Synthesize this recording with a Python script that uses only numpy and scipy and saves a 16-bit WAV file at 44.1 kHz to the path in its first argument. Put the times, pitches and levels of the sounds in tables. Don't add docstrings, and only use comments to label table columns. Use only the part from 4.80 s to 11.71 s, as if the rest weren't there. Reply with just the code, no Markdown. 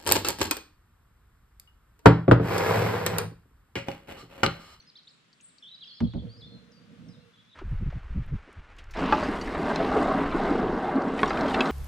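import sys
import numpy as np
from scipy import signal
from scipy.fft import rfft, irfft, next_fast_len
from scipy.io import wavfile
from scipy.ndimage import uniform_filter1d

SR = 44100
rng = np.random.default_rng(int(sys.argv[2]) if len(sys.argv) > 2 else 0)


def log_audio(samples):
    frames = np.atleast_2d(samples).T
    limited = np.clip(frames, -1, 1)
    pcm = np.round(limited * 32767).astype(np.int16)
    wavfile.write(sys.argv[1], SR, pcm)


N = 304731
T = np.arange(N) / SR

CUT_S, FADE_S = 2.742, 0.018
TOP_HZ = 15650

# (time in seconds, pitch in Hz).
WHISTLE_LINES = [ (-49, [(.068, 5450), (.085, 5040), (.098, 5380), (.106, 3560)]), (-48.5, [(.822, 3070),
                 (.83, 3480), (.84, 2945), (.85, 3290), (.858, 3075), (.868, 3600), (.876, 3400),
                 (.888, 3550), (.9, 4140)]), (-45, [(1.006, 3790), (1.014, 4160), (1.026, 3150),
                 (1.036, 3270), (1.05, 2620)]), (-50.5, [(1.03, 4150), (1.062, 6100), (1.088, 4420),
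                 (1.103, 4540), (1.13, 4240), (1.157, 5160), (1.174, 5100), (1.19, 4000)]),
                 (-52, [(1.488, 4300), (1.53, 4790), (1.56, 4670), (1.595, 5330), (1.625, 3360),
                 (1.65, 3640), (1.665, 3470)])]
# (seconds, Hz).
DROP_LINES = [(-59.5, [(1.914, 7230), (1.924, 5100), (1.936, 4700), (2.0, 4590)]), (-59, [(2.282, 6620),
              (2.29, 5300), (2.305, 4960), (2.325, 5060), (2.345, 3670), (2.37, 3500)]),
              (-71, [(2.646, 6940), (2.657, 4320), (2.675, 3700)])]
# start in seconds, length in seconds, first pitch in Hz, last pitch in Hz, level in dB.
SLUR_NOTES = [ (0, 0.0089, 4640, 4150, -53), (.005, 0.024, 5960, 5900, -65),
              (0.154, 0.034, 3410, 5950, -48.5), (0.165, 0.019, 3940, 2940, -55),
              (0.185, 0.012, 4600, 3750, -51.5), (0.196, 0.0092, 3800, 4540, -61),
              (0.271, 0.031, 3380, 5530, -49.5), (0.276, 0.0083, 3830, 2830, -57),
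              (0.303, 0.011, 4560, 3830, -59), (0.691, 0.02, 4730, 3540, -66),
              (0.798, .02, 5500, 5420, -70), (0.827, 0.016, 6300, 5370, -62),
              (0.913, 0.02, 4050, 3800, -50), (0.934, 0.021, 4050, 3860, -49),
              (0.945, 0.019, 5400, 4300, -55), (1.273, 0.015, 4200, 3840, -56),
              (1.661, 0.12, 4270, 4110, -62), (2.25, 0.099, 8600, 8150, -83), (2.4, .14, 8850, 8800, -92),
              (2.4, 0.026, 4300, 4050, -70), (2.404, 0.074, 2790, 2690, -74)]
# start in seconds, level in dB.
CHIP_CALLS = [(1.073, -50), (1.109, -47), (1.17, -52.5), (1.244, -53), (1.318, -58), (1.386, -55.5),
              (1.47, -62)]
CHIP_PITCHES = (3170, 3500, 3230)
CHIP_STROKE_S = 0.007
# start in seconds, length in seconds, centre in Hz, level in dB.
FLUTTER_NOTES = [(2.304, .11, 3470, -79), (2.313, .08, 3900, -76), (2.535, .115, 3430, -67.5),
                 (2.545, .06, 3900, -70.5), (2.671, .075, 3450, -67), (2.694, .045, 3780, -66)]
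FLUTTER_S, FLUTTER_HZ = 0.019, 70
# first time in seconds, last time in seconds, greatest level in dB.
TWITTER_SPAN = (0.87, 1.4, -62)
# pitch in Hz, relative strength in dB.
VOICE_STRENGTH = [(2700, -6.5), (3300, 4), (4300, -1), (5300, -10), (6200, -39), (9000, -21)]
# pitch in Hz, relative strength in dB.
DROP_VOICE_STRENGTH = [(3400, -6), (5050, -7), (5400, 1), (7000, -10)]
NOTE_EDGE = 0.1
# time in seconds, centre pitch in Hz, mean level in dB.
TRILL_LINE = [(.25, 7300, -73), (.35, 7520, -64), (.45, 7570, -90), (0.551, 7630, -63),
              (0.672, 8120, -57.5), (.8, 7550, -77), (.9, 7460, -87)]
# time in seconds, level relative to direct in dB.
TREE_ECHO = [(0, -6.5), (.8, -9), (.83, -3.5), (1.49, -1), (2.74, -7)]

# time in seconds, push in dB, thud peak in dB, crack peak in dB.
PADDLE_KNOCKS = [(1.204, -55, -33, -34), (1.336, -58.5, -44, -45.5)]
# time in seconds, drag force in dB, extra drive above 400 Hz
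# in dB, extra drive below 130 Hz in dB.
PADDLE_RUB = [(1.42, -80.5, 11.5, -2), (1.6, -92.5, 21, 9.5), (1.72, -81, 14, -1), (1.78, -88.5, 15, 7),
              (1.82, -94.5, 24, -27), (2.008, -93, 15.5, -21), (2.2, -83.5, 13.5, -22),
              (2.264, -80, 9, -6.5), (2.45, -101, 23.5, -8), (2.7, -108, 12, -4)]
# frequency in Hz, gain in dB, 60 dB decay time in seconds.
GUNWALE_MODES = [(69, -1, 0.31), (113.6, 9.5, 0.24), (181, 7, 0.088), (231, 7, 0.089), (277, -12, 0.099),
                 (469, -17.5, 0.14), (556, -38, 0.088)]
MODE_PAN = [0, -2.5, -16.5, 2, -6, -14, -12]
MODE_LEAD = [0.78, 1.4, 1.2, 0.12, 0.2, 0.37, 0.53]
DRAG_FLICKER_DB = 2.8
DRAG_LOW_HZ = 90
RUB_HISS_HZ, RUB_HISS_DB = 1380, -74.5

# time in seconds, peak in dB, centre in Hz, left minus right level in dB.
DRIP_EVENTS = [(0.2324, -57, 4660, 8), (0.5293, -51, 4500, 4), (0.603, -52, 2740, 9),
               (0.609, -51.5, 6570, -1.0), (0.783, -49.5, 4470, 7)]

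# time in seconds, weight on the stones in dB, rib grinding relative to it in dB.
KEEL_GRIND = [(4.135, -87, 16), (4.16, -40, 5.5), (4.22, -30, -2.5), (4.4, -31, -2.5), (4.56, -33.5, -1),
              (4.645, -36.5, -5), (4.815, -31, -2.5), (4.9, -33.5, 5), (4.985, -25, -6.5),
              (5.07, -29, -1.5), (5.155, -26.5, -1.5), (5.325, -27, 0.5), (5.495, -32, -3),
              (5.665, -26, -3), (5.835, -26.5, -6), (6.07, -33.5, -1), (6.175, -28.5, -1),
              (6.36, -32.5, -3), (6.46, -27, -5.5), (6.545, -30.5, -1.5), (6.63, -25, -3),
              (6.715, -32, 1.5), (6.8, -27, 0), (6.95, -31, -2.5)]
# resonance in Hz, width in Hz, relative gain in dB.
HULL_PANELS = [(137.7, 40.3, -9.5), (175.3, 77, -6.5), (277, 33.5, -1), (320, 26.5, -2.5), (442, 125, -2)]
# resonance in Hz, width in Hz, relative gain in dB.
HULL_RIBS = [(605, 90, 6.5), (782, 93, 5), (946, 115, 3.5), (1196, 215, 1), (1557, 210, -3),
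             (2103, 97, -10)]
SHIFT_DB, SHIFT_PER_S = 1.5, 18
# middle in seconds, length in seconds, peak in dB, resonance in Hz.
KEEL_JUDDERS = [(4.204, 0.035, -26, 320), (4.252, 0.18, -34.5, 2720), (4.291, 0.075, -24.5, 990),
                (4.496, 0.034, -23, 280), (4.794, 0.039, -19.5, 340), (4.867, 0.048, -24, 252),
                (5.011, 0.056, -17.5, 676), (5.168, 0.053, -16, 415), (5.242, 0.023, -22, 437),
                (5.285, 0.043, -20, 603), (5.317, .025, -19.5, 1080), (5.36, .03, -24, 287),
                (5.43, 0.054, -22, 296), (5.536, 0.038, -26, 970), (5.552, 0.031, -18, 301),
                (5.721, 0.035, -20.5, 302), (6.011, 0.028, -30, 267), (6.067, 0.13, -25, 770),
                (6.171, .06, -16, 269), (6.659, 0.033, -20, 560)]
JUDDER_SHARPNESS = 6.4
# time in seconds, level in dB, added fine sand in dB, added coarse scrape in dB
GRIT_LEVELS = [(4.135, -54, -34, -16), (4.17, -43.5, -46, -5), (4.39, -39.5, -33, -5),
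               (4.6, -47.5, -21, -9), (5.0, -43, -28.5, -6.5), (5.75, -44.5, -37, -8),
               (5.95, -49.5, -30, -6.5), (6.36, -49, -31, -7.5), (6.385, -43.5, -22.5, -12),
               (6.95, -41, -24, -13)]
# frequency in Hz, relative gain in dB.
GRIT_SPECTRUM = [(880, -66), (1500, -0.5), (2240, -7), (2940, -15), (3910, -10.5), (5090, -18.5),
                 (8370, -29), (12600, -41.5), (15500, -62)]
SAND_HZ, SCRAPE_HZ = 8430, 2740
# time in seconds, strike strength in dB, base pitch in Hz, base 60 dB decay
# time in seconds.
STONE_STRIKES = [(4.17, -39, 4570, 0.088), (4.19, -39, 4500, .05), (4.325, -8, 869, 0.11),
                 (4.326, -25, 2670, 0.024), (4.428, -18.5, 583, 0.049), (4.435, -34, 4820, 0.078),
                 (4.613, -31, 4510, 0.06), (4.661, -40, 5200, .04), (4.751, -27, 1266, 0.043),
                 (4.959, -20, 4110, 0.022), (5.117, -25, 710, 0.049), (5.461, -28.5, 1460, 0.076),
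                 (5.525, -30, 1010, 0.056), (6.22, -35.5, 4440, 0.017), (6.381, -40, 3060, 0.039),
                 (6.392, -21.5, 1930, 0.056), (6.432, -7.5, 1091, 0.047), (6.458, -31, 3440, .04),
                 (6.478, -32.5, 5500, 0.064), (6.495, -32, 4920, 0.069), (6.506, -18.5, 1305, 0.052),
                 (6.531, -36, 3360, 0.03), (6.574, -26, 2470, 0.024), (6.609, -27.5, 4070, 0.031),
                 (6.657, -26, 1005, 0.045), (6.682, -29.5, 3300, 0.049), (6.743, -19, 1900, 0.037),
                 (6.745, -21.5, 2840, 0.043), (6.795, -28, 1140, 0.069), (6.807, -12, 2490, 0.038),
                 (6.856, -29, 4030, 0.038)]
# pitch ratio, relative level in dB, decay ratio.
STONE_PARTIALS = [(0.401, -13, 1.1), (.66, -11.5, 1.1), (1.001, -3.5, 0.93), (1.29, -7.5, 0.7),
                  (1.541, -11.5, .7), (1.9, -13.5, 0.47), (2.9, -15, 0.41)]
CLEAN_RING_DB, CLEAN_DECAY, RATTLE_DB = -2.5, 1.3, -5
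STONE_TOP_HZ = 4870

# frequency in Hz, relative gain in dB.
RIPPLE_SPECTRUM = [(150, -2.5), (300, -2.5), (700, -5), (1400, 0), (2400, -6), (4000, -18), (8000, -32),
                   (11000, -42), (15000, -84)]
# time in seconds, mean level in dB.
RIPPLE_LEVELS = [(2.74, -52), (2.902, -56), (4.16, -55.5)]
RIPPLE_FLICKER_DB = 2.2
# time in seconds, main peak in dB, base pitch in Hz, base 60 dB decay in seconds.
BOW_SPLASHES = [(2.788, -37, 1250, 0.12), (2.789, -57, 2910, 0.042), (2.814, -34.5, 318, 0.096),
                (3.1, -44, 1500, 0.1), (3.125, -38, 585, 0.052), (3.462, -62, 10000, .018),
                (3.675, -43.5, 373, 0.085), (3.728, -53, 8100, 0.015), (3.965, -58, 5000, 0.037),
                (3.984, -42.5, 2640, 0.12), (4.04, -55.5, 4860, 0.021), (4.108, -45, 5100, 0.1),
                (4.137, -37.5, 2000, 0.14)]
# pitch ratio, relative level in dB, decay ratio.
SPLASH_PARTIALS = [(1, 0, 0.93), (2.2, -10.5, 0.67), (3.3, -18, 0.54)]

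# time in seconds, level in dB.
WIND_LEVELS = [(2.74, -65), (2.9, -29.5), (3.2, -42.5), (3.56, -39.5), (3.66, -61.5), (4.24, -39.5),
               (5.93, -39), (6.01, -50), (6.78, -39), (6.95, -77)]
# frequency in Hz, relative gain in dB.
WIND_SPECTRUM = [(8, -28.0), (22, 4.0), (70, -2.0), (120, -12.0), (300, -71.5)]
# peak time in seconds, peak in dB, low-pass corner in Hz.
WIND_PUFFS = [(2.863, -35, 173), (2.929, -21, 135), (3.026, -20.5, 205), (3.074, -20.5, 145),
              (3.167, -27, 140), (3.316, -27.5, 110), (3.374, -21, 168), (3.406, -22, 125),
              (3.483, -30.5, 151), (3.537, -21, 167), (3.787, -34.5, 120)]
PUFF_S = 0.037

# frequency in Hz, relative gain in dB.
BANK_SPECTRUM = [(15, -48), (25, -19), (90, -10), (158, 0), (237, -3), (354, -10), (501, -11.5), (856, -16),
                 (1180, -10), (2370, -12), (3540, -12), (12400, -37), (15000, -68)]
# frequency in Hz, correlation from 0 to 1.
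BANK_LIKENESS = [(60, 0.6), (250, 0.56), (700, 0.12), (2500, 0.14), (15000, 0)]
BANK_DB = -65

RISE_S = 0.0013


def birds():
    dry = np.zeros((2, N))
    warble_hz, flutter_db = 120 * walk(160), 1.3 * walk(130)
    for level_db, line, throat in notes():
        s, hz = np.transpose(line)
        i = slice(int(s[0] * SR), int(s[-1] * SR))
        shake = np.clip(1.6 - np.mean(np.diff(s)) / .022, .15, 1)
        glide = uniform_filter1d(np.interp(T[i], s, hz), 150) + shake * warble_hz[i]
        edge_s = min(NOTE_EDGE * (s[-1] - s[0]), .006)
        edge = np.clip(np.minimum(T[i] - s[0], s[-1] - T[i]) / edge_s, 0, 1)
        voice_db = np.interp(glide, *np.transpose(throat))
        loudness = np.sqrt(2) * undb(level_db + voice_db - voice_db.max() + shake * flutter_db[i])
        turn = np.array([[0], [rng.uniform(-np.pi / 2, np.pi / 2)]])
        dry[:, i] += loudness * edge * np.sin(2 * np.pi * np.cumsum(glide) / SR + turn)
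    dry += trill() * np.array([[1], [-.7]])
    echo = signal.fftconvolve(dry * undb(curve(TREE_ECHO)[0]), trees(), axes=1)[:, :N]
    return dry + echo


def notes():
    chips = [(db, [(s + k * CHIP_STROKE_S, hz) for k, hz in enumerate(CHIP_PITCHES)]) for s, db in CHIP_CALLS]
    short = SLUR_NOTES + flutters() + twitter()
    slurs = [(db, [(s, a), (s + length, b)]) for s, length, a, b, db in short]
    first_bird = [(*note, VOICE_STRENGTH) for note in WHISTLE_LINES + chips + slurs]
    return first_bird + [(*note, DROP_VOICE_STRENGTH) for note in DROP_LINES]


def flutters():
    out = []
    for start_s, length, hz, db in FLUTTER_NOTES:
        shift, size = rng.standard_normal((20, 2)).T
        beats = np.arange(start_s, start_s + length, FLUTTER_S)
        for s, a, b in zip(beats, .5 * shift, size):
            centre = hz + FLUTTER_HZ * a
            out.append((s, FLUTTER_S, centre + FLUTTER_HZ, centre - FLUTTER_HZ, db + 3 * b))
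    return out


def twitter(count=70):
    start_s, end_s, db = TWITTER_SPAN
    when, pitch, slur, size = rng.random((count, 4)).T
    s, hz = start_s + (end_s - start_s) * when ** 1.1, 3000 + 1500 * pitch
    return list(zip(s, 0 * s + 0.013, hz, hz + 1100 * (slur - .6), db - 8 * size))


def trill():
    s, hz, db = np.transpose(TRILL_LINE)
    sweep = np.interp(T, s, hz) + 500 * np.sin(2 * np.pi * 38 * T) + 250 * walk(200)
    level = undb(np.interp(T, s, db, -200, -200) + 7.5 * walk(60.4))
    return level * np.sin(2 * np.pi * np.cumsum(sweep) / SR)


def trees():
    t = np.arange(SR // 2) / SR
    late = np.minimum(t / 0.018, 1)
    response = rng.standard_normal((2, len(t))) * decay(t, 0.52) * late
    return response / np.sqrt(np.sum(response ** 2, axis=1, keepdims=True))


def gunwale():
    push, cracks = knocks()
    drag, bright_db, deep_db, hiss = rub()
    out = 0
    for (hz, db, t60), pan_db, lead in zip(GUNWALE_MODES, MODE_PAN, MODE_LEAD):
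        pole = np.exp(2j * np.pi * hz / SR - np.log(1000) / (t60 * SR))
        extra_db = bright_db if hz > 400 else deep_db if hz < 130 else 0
        ring = signal.lfilter([1], [1, -pole], push + drag * undb(extra_db))
        out += undb(db) * pan(pan_db) * np.imag(ring * np.exp(1j * np.array([[lead], [0]])))
    wood = signal.butter(N=2, Wn=[48, 750], btype="band", fs=SR, output="sos")
    return signal.sosfilt(wood, out) + cracks + hiss


def knocks():
    push, rows = np.zeros(N), []
    for s, db, thud_db, crack_db in PADDLE_KNOCKS:
        after = np.clip(T - s, 0, None)
        push += undb(db) * rng.standard_normal(N) * (after / 0.012) * np.exp(-after / 0.018)
        rows += [(s, thud_db, 750, .09, 0), (s, crack_db, 2300, .04, 0)]
    return push, bursts(rows, 0.12, 1.0)


def rub():
    drag_db, bright_db, deep_db = curve(PADDLE_RUB)
    drag = grains(2700, 4.1) * undb(drag_db + DRAG_FLICKER_DB * walk(29.5))
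    drag = signal.sosfilt(signal.butter(N=2, Wn=DRAG_LOW_HZ, btype="high", fs=SR, output="sos"), drag)
    touching = np.clip((drag_db + 117) / 15, 0, 1)
    hiss = touching * undb(RUB_HISS_DB) * unit(band(grains(4000, 2.6), RUB_HISS_HZ, 680)) * pan(15.0)
    return drag, bright_db, deep_db, hiss


def drips():
    return bursts([(s, db, hz, .04, pan_db) for s, db, hz, pan_db in DRIP_EVENTS], 9.4, 1.6)


def shingle():
    weight_db, grind_db = curve(KEEL_GRIND)
    jerk = walk(45)
    slips = grains(1300, 2.47)
    panels = unit(soften(body(slips, HULL_PANELS), 372)) * undb(0.66 * jerk)
    ribs = unit(soften(body(0.83 * slips + grains(1200, 1.2), HULL_RIBS), 3100))
    ribs = ribs * undb(grind_db + 0.43 * jerk + 0.65 * walk(50))
    return undb(weight_db) * (panels + ribs) + judders() + grit(jerk) + stones()


def body(x, modes):
    out = 0
    for k, (hz, width, db) in enumerate(modes):
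        out += (-1) ** k * undb(db + SHIFT_DB * walk(SHIFT_PER_S)) * band(x, hz, width)
    return out


def judders():
    out = np.zeros(N)
    for s, length, db, hz in KEEL_JUDDERS:
        n = int(length * SR)
        jerks = rng.standard_normal(2 * n) ** 3
        ring = band(band(jerks, hz, hz / JUDDER_SHARPNESS), hz, hz / 2)[n:] * np.hanning(n) ** 0.96
        i = int(s * SR) - n // 2
        out[i:i + n] += undb(db) * ring / np.abs(ring).max()
    return out


def grit(jerk):
    sizes = 0
    for hz in (2000, 3200, 5000, 8000, 12500):
        sizes += band(grains(2000, 4.5), hz, .35 * hz) * undb(3 * walk(16)) * hz ** -.5
    grit_db, sand_db, scrape_db = curve(GRIT_LEVELS)
    sand = undb(sand_db) * unit(band(band(sizes, SAND_HZ, 6300), SAND_HZ, 8100))
    rasp = unit(band(band(grains(900, 1.2), SCRAPE_HZ, 450), SCRAPE_HZ, 1800))
    scrape = undb(scrape_db + 1.7 * walk(35)) * rasp
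    mixture = unit(shape(sizes, GRIT_SPECTRUM)) + sand + scrape + undb(-3) * pebbles()
    return mixture * undb(grit_db + 0.6 * jerk)


def pebbles(count=900):
    when, pitch, size, ring = rng.random((count, 4)).T
    start_s = KEEL_GRIND[0][0]
    hz = 900 * 6.5 ** pitch
    size_db = 4.5 * np.minimum(-np.log(1 - size), 3)
    return unit(tones(zip(start_s + (N / SR - start_s) * when, size_db - 16 * pitch, hz, (60 + 150 * ring) / hz)))


def stones():
    rows = partials(STONE_STRIKES, STONE_PARTIALS)
    s, db, hz, t60, _ = np.transpose(rows)
    detuned = hz * (1 + 0.035 * rng.standard_normal(len(s)))
    clear = tones(zip(s, db + CLEAN_RING_DB, detuned, CLEAN_DECAY * t60))
    return soften(undb(RATTLE_DB) * bursts(rows, 3.7, 1.2)[0] + clear, STONE_TOP_HZ)


def ripples():
    fizz = unit(shape(grains(6000, 3.6) + 0.86 * rng.standard_normal(N), RIPPLE_SPECTRUM))
    level = undb(curve(RIPPLE_LEVELS)[0] + RIPPLE_FLICKER_DB * walk(40))
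    return fizz * level + bursts(partials(BOW_SPLASHES, SPLASH_PARTIALS), 1.9, 0.5)[0]


def wind():
    out = undb(curve(WIND_LEVELS)[0]) * unit(shape(rng.standard_normal(N), WIND_SPECTRUM))
    for s, db, top_hz in WIND_PUFFS:
        n = int(PUFF_S * SR)
        puff = soften(soften(rng.standard_normal(2 * n), top_hz), top_hz) * np.hanning(2 * n)
        i = int(s * SR) - n
        out[i:i + 2 * n] += undb(db) * puff / np.abs(puff).max()
    return out


def bank():
    mid, side = rng.standard_normal((2, N))
    mid = shape(mid, BANK_LIKENESS, lambda c: np.sqrt(1 + np.clip(c, 0, 1)))
    side = shape(side, BANK_LIKENESS, lambda c: np.sqrt(1 - np.clip(c, 0, 1)))
    flicker_db = 1.2 * walk(9)
    return unit(shape(np.array([mid + side, mid - side]), BANK_SPECTRUM)) * undb(BANK_DB + flicker_db)


def bursts(rows, sharpness, tick):
    out, t = np.zeros((2, N)), np.arange(SR // 8) / SR
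    for s, db, hz, t60, pan_db in rows:
        rattle = rng.standard_normal(len(t)) * decay(t, t60) * np.minimum(t / RISE_S, 1)
        rattle[0] = tick * np.sqrt(SR / hz)
        ring = band(band(band(rattle, hz, hz / sharpness), hz, hz), hz, 1.5 * hz)
        ring = soften(ring, 2.08 * hz)
        i = int(s * SR)
        out[:, i:i + len(t)] += (pan(pan_db) * undb(db) * ring / np.abs(ring).max())[:, :N - i]
    return out


def tones(rows):
    out, t = np.zeros(N), np.arange(SR // 8) / SR
    for s, db, hz, t60 in rows:
        i = int(s * SR)
        out[i:i + len(t)] += (undb(db) * np.sin(2 * np.pi * hz * t) * decay(t, t60))[:N - i]
    return out


def partials(rows, ring):
    return [(s, db + rel_db, hz * ratio, t60 * decay_ratio, 0) for s, db, hz, t60 in rows
            for ratio, rel_db, decay_ratio in ring if hz * ratio < TOP_HZ]


def grains(rate, spread_db):
    hit, size, sign = rng.random((3, N))
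    strength = undb(spread_db * np.minimum(-np.log(1 - size), 4))
    return unit((hit < rate / SR) * strength * np.sign(sign - .5))


def walk(rate):
    k = int(SR / rate)
    held = np.repeat(rng.standard_normal(N // k + 1), k)
    return 1.096 * uniform_filter1d(uniform_filter1d(held, k), k)[:N]


def band(x, hz, width):
    return signal.lfilter(*signal.iirpeak(min(hz, .45 * SR), hz / width, SR), x)


def soften(x, hz):
    return signal.sosfilt(signal.butter(N=2, Wn=min(hz, .45 * SR), fs=SR, output="sos"), x)


def undb(db):
    return 10 ** (np.asarray(db) / 20)


def shape(x, rows, to_gain=undb):
    size = next_fast_len(N)
    hz, value = np.transpose(rows)
    log_hz = np.log(np.arange(size // 2 + 1) * SR / size + 1)
    return irfft(rfft(x, size) * to_gain(np.interp(log_hz, np.log(hz), value)), size)[..., :N]


def curve(rows):
    s, *columns = np.transpose(rows)
    out = [np.interp(T, s, c) for c in columns]
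    return [np.where((T >= s[0]) & (T <= s[-1]), out[0], -200)] + out[1:]


def decay(t, t60):
    return np.exp(-np.log(1000) * t / t60)


def pan(db):
    return undb(np.array([[db], [-db]]) / 2)


def unit(x):
    return x / np.sqrt(np.mean(x ** 2))


def scene():
    second = np.clip((T - CUT_S) / FADE_S, 0, 1)
    still = birds() + gunwale() + drips() + bank()
    breezy = shingle() + ripples() + wind()
    return still * (1 - second) + breezy * second


def record(dry):
    hiss = undb(-105) * rng.standard_normal(dry.shape)
    return signal.sosfilt(signal.ellip(8, .2, 70, TOP_HZ, fs=SR, output="sos"), dry + hiss)


dry = scene()
out = record(dry)
log_audio(out)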